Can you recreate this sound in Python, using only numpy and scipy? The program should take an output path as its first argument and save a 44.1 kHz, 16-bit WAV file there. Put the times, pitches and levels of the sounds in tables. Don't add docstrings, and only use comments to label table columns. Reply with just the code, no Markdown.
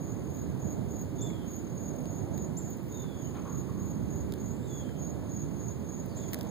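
import sys
import numpy as np
from scipy import signal
from scipy.fft import rfft, irfft
from scipy.io import wavfile
from scipy.ndimage import uniform_filter1d

SR = 44100
rng = np.random.default_rng(int(sys.argv[2]) if len(sys.argv) > 2 else 0)


def store_wav(level_fs):
    pcm = np.round(np.clip(np.atleast_2d(level_fs), -1, 1) * 32767)
    wavfile.write(sys.argv[1], SR, pcm.T.astype(np.int16))


N = 286650
T = np.arange(N) / SR
F = np.maximum(np.arange(N // 2 + 1) * SR / N, 1)


def undb(db):
    return 10 ** (np.asarray(db) / 20)


def unit(x):
    return x / np.sqrt(np.mean(x ** 2))


def over_pitch(rows):
    hz, value = np.transpose(rows)
    return np.interp(np.log(F), np.log(hz), value)


def shape(x, gain):
    return irfft(rfft(x) * gain, N)


def resonance(hz, width_hz):
    return 1 / (1 + 1j * (F / hz - hz / F) * hz / width_hz)


def noise_band(hz, width_hz, order):
    return unit(shape(rng.standard_normal(N), resonance(hz, width_hz) ** order))


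def drift(rate_hz):
    return unit(shape(rng.standard_normal(N), 1 / (1 + (F / rate_hz) ** 4)))


def phase_of(hz):
    return 2 * np.pi * np.cumsum(hz) / SR


def cycle_of(hz):
    return phase_of(hz) / (2 * np.pi) % 1


def arch(u):
    return np.sin(np.pi * np.clip(u, 0, 1))


def gate(start, end, fade_s):
    return np.clip(np.minimum(T - start, end - T) / fade_s, 0, 1)


def among_trees(x, wet_db, t60):
    scatter = rng.standard_normal((2, SR)) * undb(-60 * T[:SR] / t60)
    scatter /= np.sqrt(np.sum(scatter ** 2, axis=1, keepdims=True))
    heard = x + undb(wet_db) * signal.oaconvolve(np.atleast_2d(x), scatter, axes=1)[:, :N]
    return heard * x.std() / heard.std(axis=1, keepdims=True)


# middle in seconds, wing tone and overtone levels in relative dB.
CRICKET_CHIRPS = [(.075, -56, -71), (0.37, -56, -70), (0.678, -53.5, -68), (0.967, -54, -68),
                  (1.244, -54.5, -68.5), (1.538, -53.5, -66.5), (1.835, -54, -70), (2.134, -54.5, -70.5),
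                  (2.398, -53.5, -74), (2.681, -53.5, -67), (2.976, -53, -67), (3.25, -55.5, -69),
                  (3.556, -55.5, -69), (3.86, -55.5, -69), (4.16, -54, -68), (4.464, -54.5, -70),
                  (4.759, -52.5, -69), (5.05, -51.5, -71), (5.372, -51, -72), (5.661, -52.5, -74),
                  (5.949, -52.5, -72), (6.235, -53, -74), (6.55, -54.5, -75)]


def chirping_cricket(count=7, rate_hz=38.5, duty=1.2, slip_s=.001506, opening_flat_hz=100,
                     low_hz=6574, high_hz=6874, low_droop_hz=70, high_droop_hz=110, wobble_hz=18):
    swell, stroke, flat_hz = np.zeros((2, N)), np.zeros(N), np.zeros(N)
    places = np.arange(count) - count // 2
    opening, closing = places == places[0], places == places[-1]
    effort_db = -.96 * (places / 2) ** 2 + .4 * places - 10 * opening - 14 * closing
    for middle, tone_db, overtone_db in CRICKET_CHIRPS:
        slips_db, lateness = rng.standard_normal((2, count))
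        centres = middle + places / rate_hz + slip_s * lateness
        for centre, effort, first in zip(centres, effort_db + slips_db, opening):
            span = slice(*(max(int((centre + side / rate_hz) * SR), 0) for side in (-.6, .6)))
            stroke[span] = (T[span] - centre) * rate_hz / duty
            flat_hz[span] = opening_flat_hz * first
            gains = undb([[tone_db + effort], [overtone_db + 2 * effort]])
            swell[:, span] = np.maximum(swell[:, span], gains * arch(stroke[span] + .5))
    tone_swell, overtone_swell = uniform_filter1d(swell, size=192)
    low_phase = phase_of(low_hz - flat_hz - low_droop_hz * stroke + wobble_hz * drift(114.7))
    high_phase = phase_of(high_hz - flat_hz - high_droop_hz * stroke + wobble_hz * drift(102))
    rasp = noise_band(hz=6680, width_hz=400, order=3) / np.sqrt(2)
    lower = tone_swell * undb(1.5) * np.sin(low_phase)
    upper = tone_swell * (undb(-2) * np.sin(high_phase) + undb(-2.5) * rasp)
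    overtone = undb(8) * overtone_swell * arch(stroke + .5) ** 2 * np.sin(2 * low_phase)
    wings = among_trees(lower, wet_db=-7, t60=.08) + among_trees(upper, wet_db=0, t60=.085)
    wings = among_trees(wings, wet_db=-8.5, t60=.6)
    return np.sqrt(2) * (wings + among_trees(overtone, wet_db=-3, t60=.035))


def trill(hz, rate_hz, duty=.63, droop_hz=120, wobble_hz=30):
    stroke = cycle_of(rate_hz * (1 + .032 * drift(4.16))) / duty
    tone = np.sin(phase_of(hz - droop_hz * (stroke - .5) + wobble_hz * drift(267)))
    effort = undb(1.5 * drift(12))
    return unit(arch(stroke) * tone * effort)


# start in seconds, length in seconds, relative level in dB.
BOUTS = [(-.1, 0.7, -63.5), (1.425, 0.87, -58), (2.048, 0.262, -63), (3.105, 1, -61), (5.187, 0.97, -60)]


def trilling_cricket(idle_db=-74, gain_db=-1.5):
    effort = np.full(N, undb(idle_db))
    for start, length, db in BOUTS:
        effort = np.maximum(effort, undb(db) * gate(start, start + length, fade_s=.07))
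    song = trill(hz=6560, rate_hz=38.5) * effort * undb(gain_db)
    return among_trees(song, wet_db=-6, t60=.15)


# one cricket's pitch in Hz, strokes per second, relative level in dB.
FAR_CRICKETS = [(6880, 43, -71), (6760, 35, -81), (6450, 33, -79)]


def far_crickets(gain_db=-2):
    chorus = sum(trill(hz, rate) * undb(db + drift(2)) for hz, rate, db in FAR_CRICKETS)
    return undb(gain_db) * among_trees(chorus, wet_db=6, t60=.5)


# frequency in Hz, relative level in dB.
RUSH_SPECTRUM = [(15, -45), (25, -39.5), (75, 2), (118, 0), (167, 0), (391, -7), (441, -11), (659, -16),
                 (757, -20), (966, -24), (1600, -41.5), (2080, -55), (3520, -120)]
# frequency in Hz, left minus right in dB, lead of the right side in
RUSH_STEREO = [(38.4, -1, 0.98, 0.6), (75.3, 0, 2.19, 0.7), (122.6, -10.5, 1.54, 0.51),
               (238, -8, 1.33, 0.78), (360, -6.5, 0.077, 0.24), (776, -3, 1, 0.54), (1300, -12, 0.051, 0)]
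# time in seconds, rumble and roar levels in relative dB.
RUSH_SWELLS = [(0.0, -35.5, -48.5), (0.5, -34.0, -49.5), (0.699, -33.5, -48), (1.099, -35.5, -50.5),
               (1.3, -32, -49), (1.5, -37, -51), (2.4, -33.5, -48.5), (2.7, -37, -50.5), (4.1, -33, -49.5),
               (4.599, -35.5, -50), (5.2, -35, -49), (5.4, -36, -51.5), (5.7, -36, -49), (6.0, -37.5, -50),
               (6.5, -35.5, -47.5)]
# time in seconds, boost or cut in dB.
ROAR_BELL = [(0, -1), (.6, -1), (.75, 4), (.9, 1), (1.25, 1.5), (1.55, -2), (1.93, 4.5), (2.1, 2.5),
             (2.28, 3), (2.65, 1), (2.95, -2.5), (3.4, 0), (3.8, -3.5), (4.1, 0), (4.7, -1), (5.15, 1),
             (5.95, -2.5), (6.4, 2)]


def distant_rush(split_hz=450, rumble_trim_db=-.7, bell_hz=660, bell_width_hz=190):
    image = np.array(RUSH_STEREO)
    pan_db, lead, share = (over_pitch(image[:, [0, k]]) for k in (1, 2, 3))
    common = rfft(rng.standard_normal(N)) * np.array([np.exp(-1j * lead), np.ones(len(F))])
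    air = np.sqrt(share) * common + np.sqrt(1 - share) * rfft(rng.standard_normal((2, N)))
    air *= undb(over_pitch(RUSH_SPECTRUM) + np.array([pan_db, -pan_db]) / 2)
    lowpass = 1 / (1 + (F / split_hz) ** 8)
    rumble = unit(irfft(air * lowpass, N))
    roar = unit(irfft(air * (1 - lowpass), N))
    bell_band = shape(roar, np.exp(-((F - bell_hz) / bell_width_hz) ** 2))
    bell_db = np.interp(T, *np.transpose(ROAR_BELL))
    roar += bell_band * (undb(bell_db) - 1)
    times, rumble_db, roar_db = np.transpose(RUSH_SWELLS)
    rumble *= undb(np.interp(T, times, rumble_db) + rumble_trim_db)
    roar *= undb(np.interp(T, times, roar_db))
    return rumble + roar


# frequency in Hz, density in dB per Hz.
HISS_SPECTRUM = [(600, -110), (1500, -93.5), (2500, -95.5), (4000, -100), (5500, -103), (8000, -104),
                 (9500, -102.5), (11000, -107.5), (13000, -104), (15000, -102)]


def hiss():
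    return shape(rng.standard_normal((2, N)), undb(over_pitch(HISS_SPECTRUM)) * np.sqrt(SR / 2))


def ticks(rows, hz, width_hz, decay_s, build_s=.00025, size=2048):
    out = np.zeros((2, N + 2 * size))
    age = (np.arange(size) - size // 2) / SR
    envelope = np.exp(np.minimum(age / build_s, -age / decay_s))
    ring = signal.iirpeak(hz, hz / width_hz, fs=SR)
    for time, db in rows:
        tick = signal.lfilter(*ring, rng.standard_normal((2, size)) * envelope)
        first = int(time * SR) + size // 2
        out[:, first:first + size] += undb(db) * tick / np.abs(tick).max()
    return out[:, size:size + N]


# time in seconds, crack and body peaks in relative dB.
TWIG_SNAPS = [(.303, -43, -49), (1.962, -41, -57), (1.984, -44, -57), (2.006, -38, -52), (2.028, -43, -57),
              (2.056, -58, -38), (2.379, -52, -39), (2.422, -41, -52), (2.831, -41, -60), (2.884, -41, -60),
              (2.927, -38, -50), (4.3225, -33, -32), (4.338, -35, -37), (6.333, -22.5, -26.5),
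              (6.3367, -27, -36), (6.344, -22.5, -27), (6.356, -46, -45), (6.39, -33, -44),
              (6.4105, -32, -32), (6.431, -38, -52)]


def twig_snaps(faint_per_s=1.2, faint_db=-60, spread_db=3, gain_db=1):
    snaps = np.array(TWIG_SNAPS)
    faint = [(rng.uniform(0, N / SR), faint_db + spread_db * rng.standard_normal())
             for _ in range(int(faint_per_s * N / SR))]
    cracks = ticks([*snaps[:, [0, 1]], *faint], hz=14200, width_hz=4600, decay_s=.0005)
    bodies = ticks(snaps[:, [0, 2]], hz=2700, width_hz=5000, decay_s=.0012)
    return undb(gain_db) * among_trees(cracks + bodies, wet_db=-18, t60=.1)


# middle in seconds, length in seconds, level in dB.
HIGH_HISS_SWELLS = [(.355, .08, -62), (1.02, .06, -58), (2.87, .16, -63), (6.325, .075, -52),
                    (6.41, .16, -62)]


def high_hiss_swells(hz=14600, width_hz=3500, grain_db=6):
    grains = rng.standard_normal((2, N)) * undb(grain_db * drift(500))
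    swell = sum(undb(db) * arch((T - middle) / length + .5) ** 2
                for middle, length, db in HIGH_HISS_SWELLS)
    return unit(shape(grains, resonance(hz, width_hz) ** 2)) * swell


# time in seconds, peak in dB, ring in Hz, bandwidth in Hz.
THIN_TICKS = [(.366, -45, 15000, 1500), (1.023, -43, 14700, 800), (2.379, -37, 15000, 800),
              (2.701, -38, 14800, 1000), (2.705, -38, 14800, 1000), (2.709, -39, 14800, 1000),
              (2.771, -37, 14550, 220), (6.06, -34, 14550, 400)]


def high_ticks():
    return sum(ticks([(time, db)], hz, width_hz, decay_s=.00096) for time, db, hz, width_hz in THIN_TICKS)


def bird_note(points, waver_hz):
    times, hz, db = np.transpose(points)
    envelope = gate(times[0], times[-1], fade_s=.012) * undb(np.interp(T, times, db))
    return np.sqrt(2) * envelope * np.sin(phase_of(np.interp(T, times, hz) + waver_hz))


# time in seconds, pitch in Hz, relative level in dB.
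WHISTLE_CURVES = [
    [(1.175, 3570, -59), (1.27, 3520, -56), (1.305, 3330, -64), (1.345, 3300, -59), (1.385, 3250, -61),
     (1.41, 3140, -65), (1.46, 3130, -60), (1.495, 3060, -66)],
    [(1.296, 2120, -63), (1.31, 2180, -68), (1.325, 2440, -71), (1.355, 2450, -67)],
    [(2.905, 3630, -68), (2.95, 3700, -62), (3.005, 3590, -58), (3.06, 3440, -67), (3.11, 3420, -62.5),
     (3.15, 3270, -65), (3.235, 3090, -62.5), (3.285, 2990, -65)],
    [(4.618, 3400, -63), (4.648, 3800, -63), (4.70, 3480, -64), (4.745, 3410, -62), (4.775, 3360, -67),
     (4.805, 3270, -58.5), (4.84, 3210, -66), (4.93, 3150, -61.5), (4.995, 3150, -62.5)],
]


def bird_whistles(waver_hz=32, flutter_db=2.5, gain_db=.5):
    waver = waver_hz * drift(83)
    flutter = undb(gain_db + flutter_db * drift(16))
    song = flutter * sum(bird_note(points, waver) for points in WHISTLE_CURVES)
    near = among_trees(song, wet_db=-1, t60=.1)
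    return among_trees(near, wet_db=-2.5, t60=.8)


# start and length in seconds, starting and top pitch in Hz,
# rise time in seconds, level in dB, overtone in dB against the note.
BIRD_CHIPS = [(1.205, .035, 5300, 7560, .0095, -43, -24), (2.566, .031, 4900, 7260, .0036, -41.5, -13),
              (6.158, .028, 5600, 7750, .01, -49, -17)]


def bird_chips():
    notes, overtones = np.zeros((2, N))
    for start, length, start_hz, top_hz, rise_s, db, overtone_db in BIRD_CHIPS:
        age = np.maximum(T - start, 0)
        phase = phase_of(top_hz + (start_hz - top_hz) * np.exp(-age / rise_s))
        swell = arch(age / length)
        notes += undb(db) * np.sqrt(2 * swell) * np.sin(phase)
        overtones += undb(db + overtone_db) * np.sqrt(2) * swell ** 2 * np.sin(2 * phase)
    return among_trees(notes, wet_db=-3, t60=.55) + among_trees(overtones, wet_db=-6, t60=.03)


# time in seconds, dry peak in dB, ring in Hz, bandwidth in Hz.
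SOFT_TAPS = [(1.301, -45, 2150, 220), (2.378, -47, 3780, 220), (3.041, -41, 1170, 260),
             (4.89, -47, 1700, 500)]


def soft_taps():
    taps = sum(ticks([(time, db)], hz, width_hz, decay_s=.0049) for time, db, hz, width_hz in SOFT_TAPS)
    return among_trees(taps, wet_db=-8, t60=.3)


# start in seconds, ring level in relative dB, centre and
# bandwidth in Hz, decay in seconds, hard edge level in relative dB.
KNOCK_AND_ECHOES = [(3.342, -46, 1000, 600, .048, -51), (3.45, -46, 1080, 320, .08, -63),
                    (3.67, -54.5, 1080, 220, .15, -72)]


def far_knock(onset_s=.009):
    knocks = np.zeros(N)
    for start, db, hz, width_hz, decay_s, edge_db in KNOCK_AND_ECHOES:
        age = np.maximum(T - start, 0)
        ring = undb(db) * noise_band(hz, width_hz, order=2)
        edge = undb(edge_db) * noise_band(hz=2600, width_hz=1000, order=2)
        knocks += (ring + edge) * (1 - np.exp(-age / onset_s)) * np.exp(-age / decay_s)
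    return among_trees(knocks, wet_db=-7, t60=.6)


def insect_buzz(middle_s=4.66, length_s=.62, rate_hz=95, level_db=-67):
    strokes = arch(cycle_of(rate_hz * (1 + .05 * drift(20))))
    rasp = unit(noise_band(hz=7550, width_hz=600, order=3) * strokes)
    swell = arch((T - middle_s) / length_s + .5)
    return among_trees(undb(level_db) * rasp * swell, wet_db=0, t60=.3)


def leaves(start_s=5.95, attack_s=.39, decay_s=.56, level_db=-57.5, grain_db=4):
    grains = rng.standard_normal((2, N)) * undb(grain_db * drift(170))
    rustle = unit(shape(grains, resonance(hz=2200, width_hz=3000)))
    age = T - start_s
    swell = np.clip(age / attack_s, 0, 1) * np.exp(-np.maximum(age - attack_s, 0) / decay_s)
    return undb(level_db) * rustle * swell


# time in seconds, pitch in Hz, relative level in dB.
SLUR_CURVE = [(6.085, 5200, -62), (6.125, 4450, -63), (6.16, 3950, -67), (6.19, 3560, -63),
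              (6.225, 3500, -60), (6.29, 3200, -66)]


def bird_slur(rough_hz=380, gain_db=-2.5):
    start, end = SLUR_CURVE[0][0], SLUR_CURVE[-1][0]
    hoarseness = np.interp(T, [start, end], [rough_hz, 0]) * drift(400)
    note = undb(gain_db) * bird_note(SLUR_CURVE, hoarseness)
    return among_trees(note, wet_db=-2, t60=.8)


def scene():
    insects = chirping_cricket() + trilling_cricket() + far_crickets() + insect_buzz() + high_ticks()
    birds = bird_chips() + bird_whistles() + bird_slur()
    woods = far_knock() + twig_snaps() + soft_taps() + leaves()
    return insects + birds + woods + high_hiss_swells() + distant_rush() + hiss()


def record(dry, widen_from_hz=900, lag_samples=15.85, top_hz=15500):
    capsules = rfft(dry) * undb([[-.5], [.5]])
    crossfeed = 1 / (1 + (widen_from_hz / F) ** 4)
    delay = np.exp(-2j * np.pi * F * lag_samples / SR)
    wide = (capsules - crossfeed * delay * capsules[::-1]) / np.hypot(1, crossfeed)
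    high_cut = signal.ellip(10, .2, 70, top_hz, fs=SR, output="sos")
    return signal.sosfilt(high_cut, irfft(wide, N))


dry = scene()
out = record(dry)
store_wav(out)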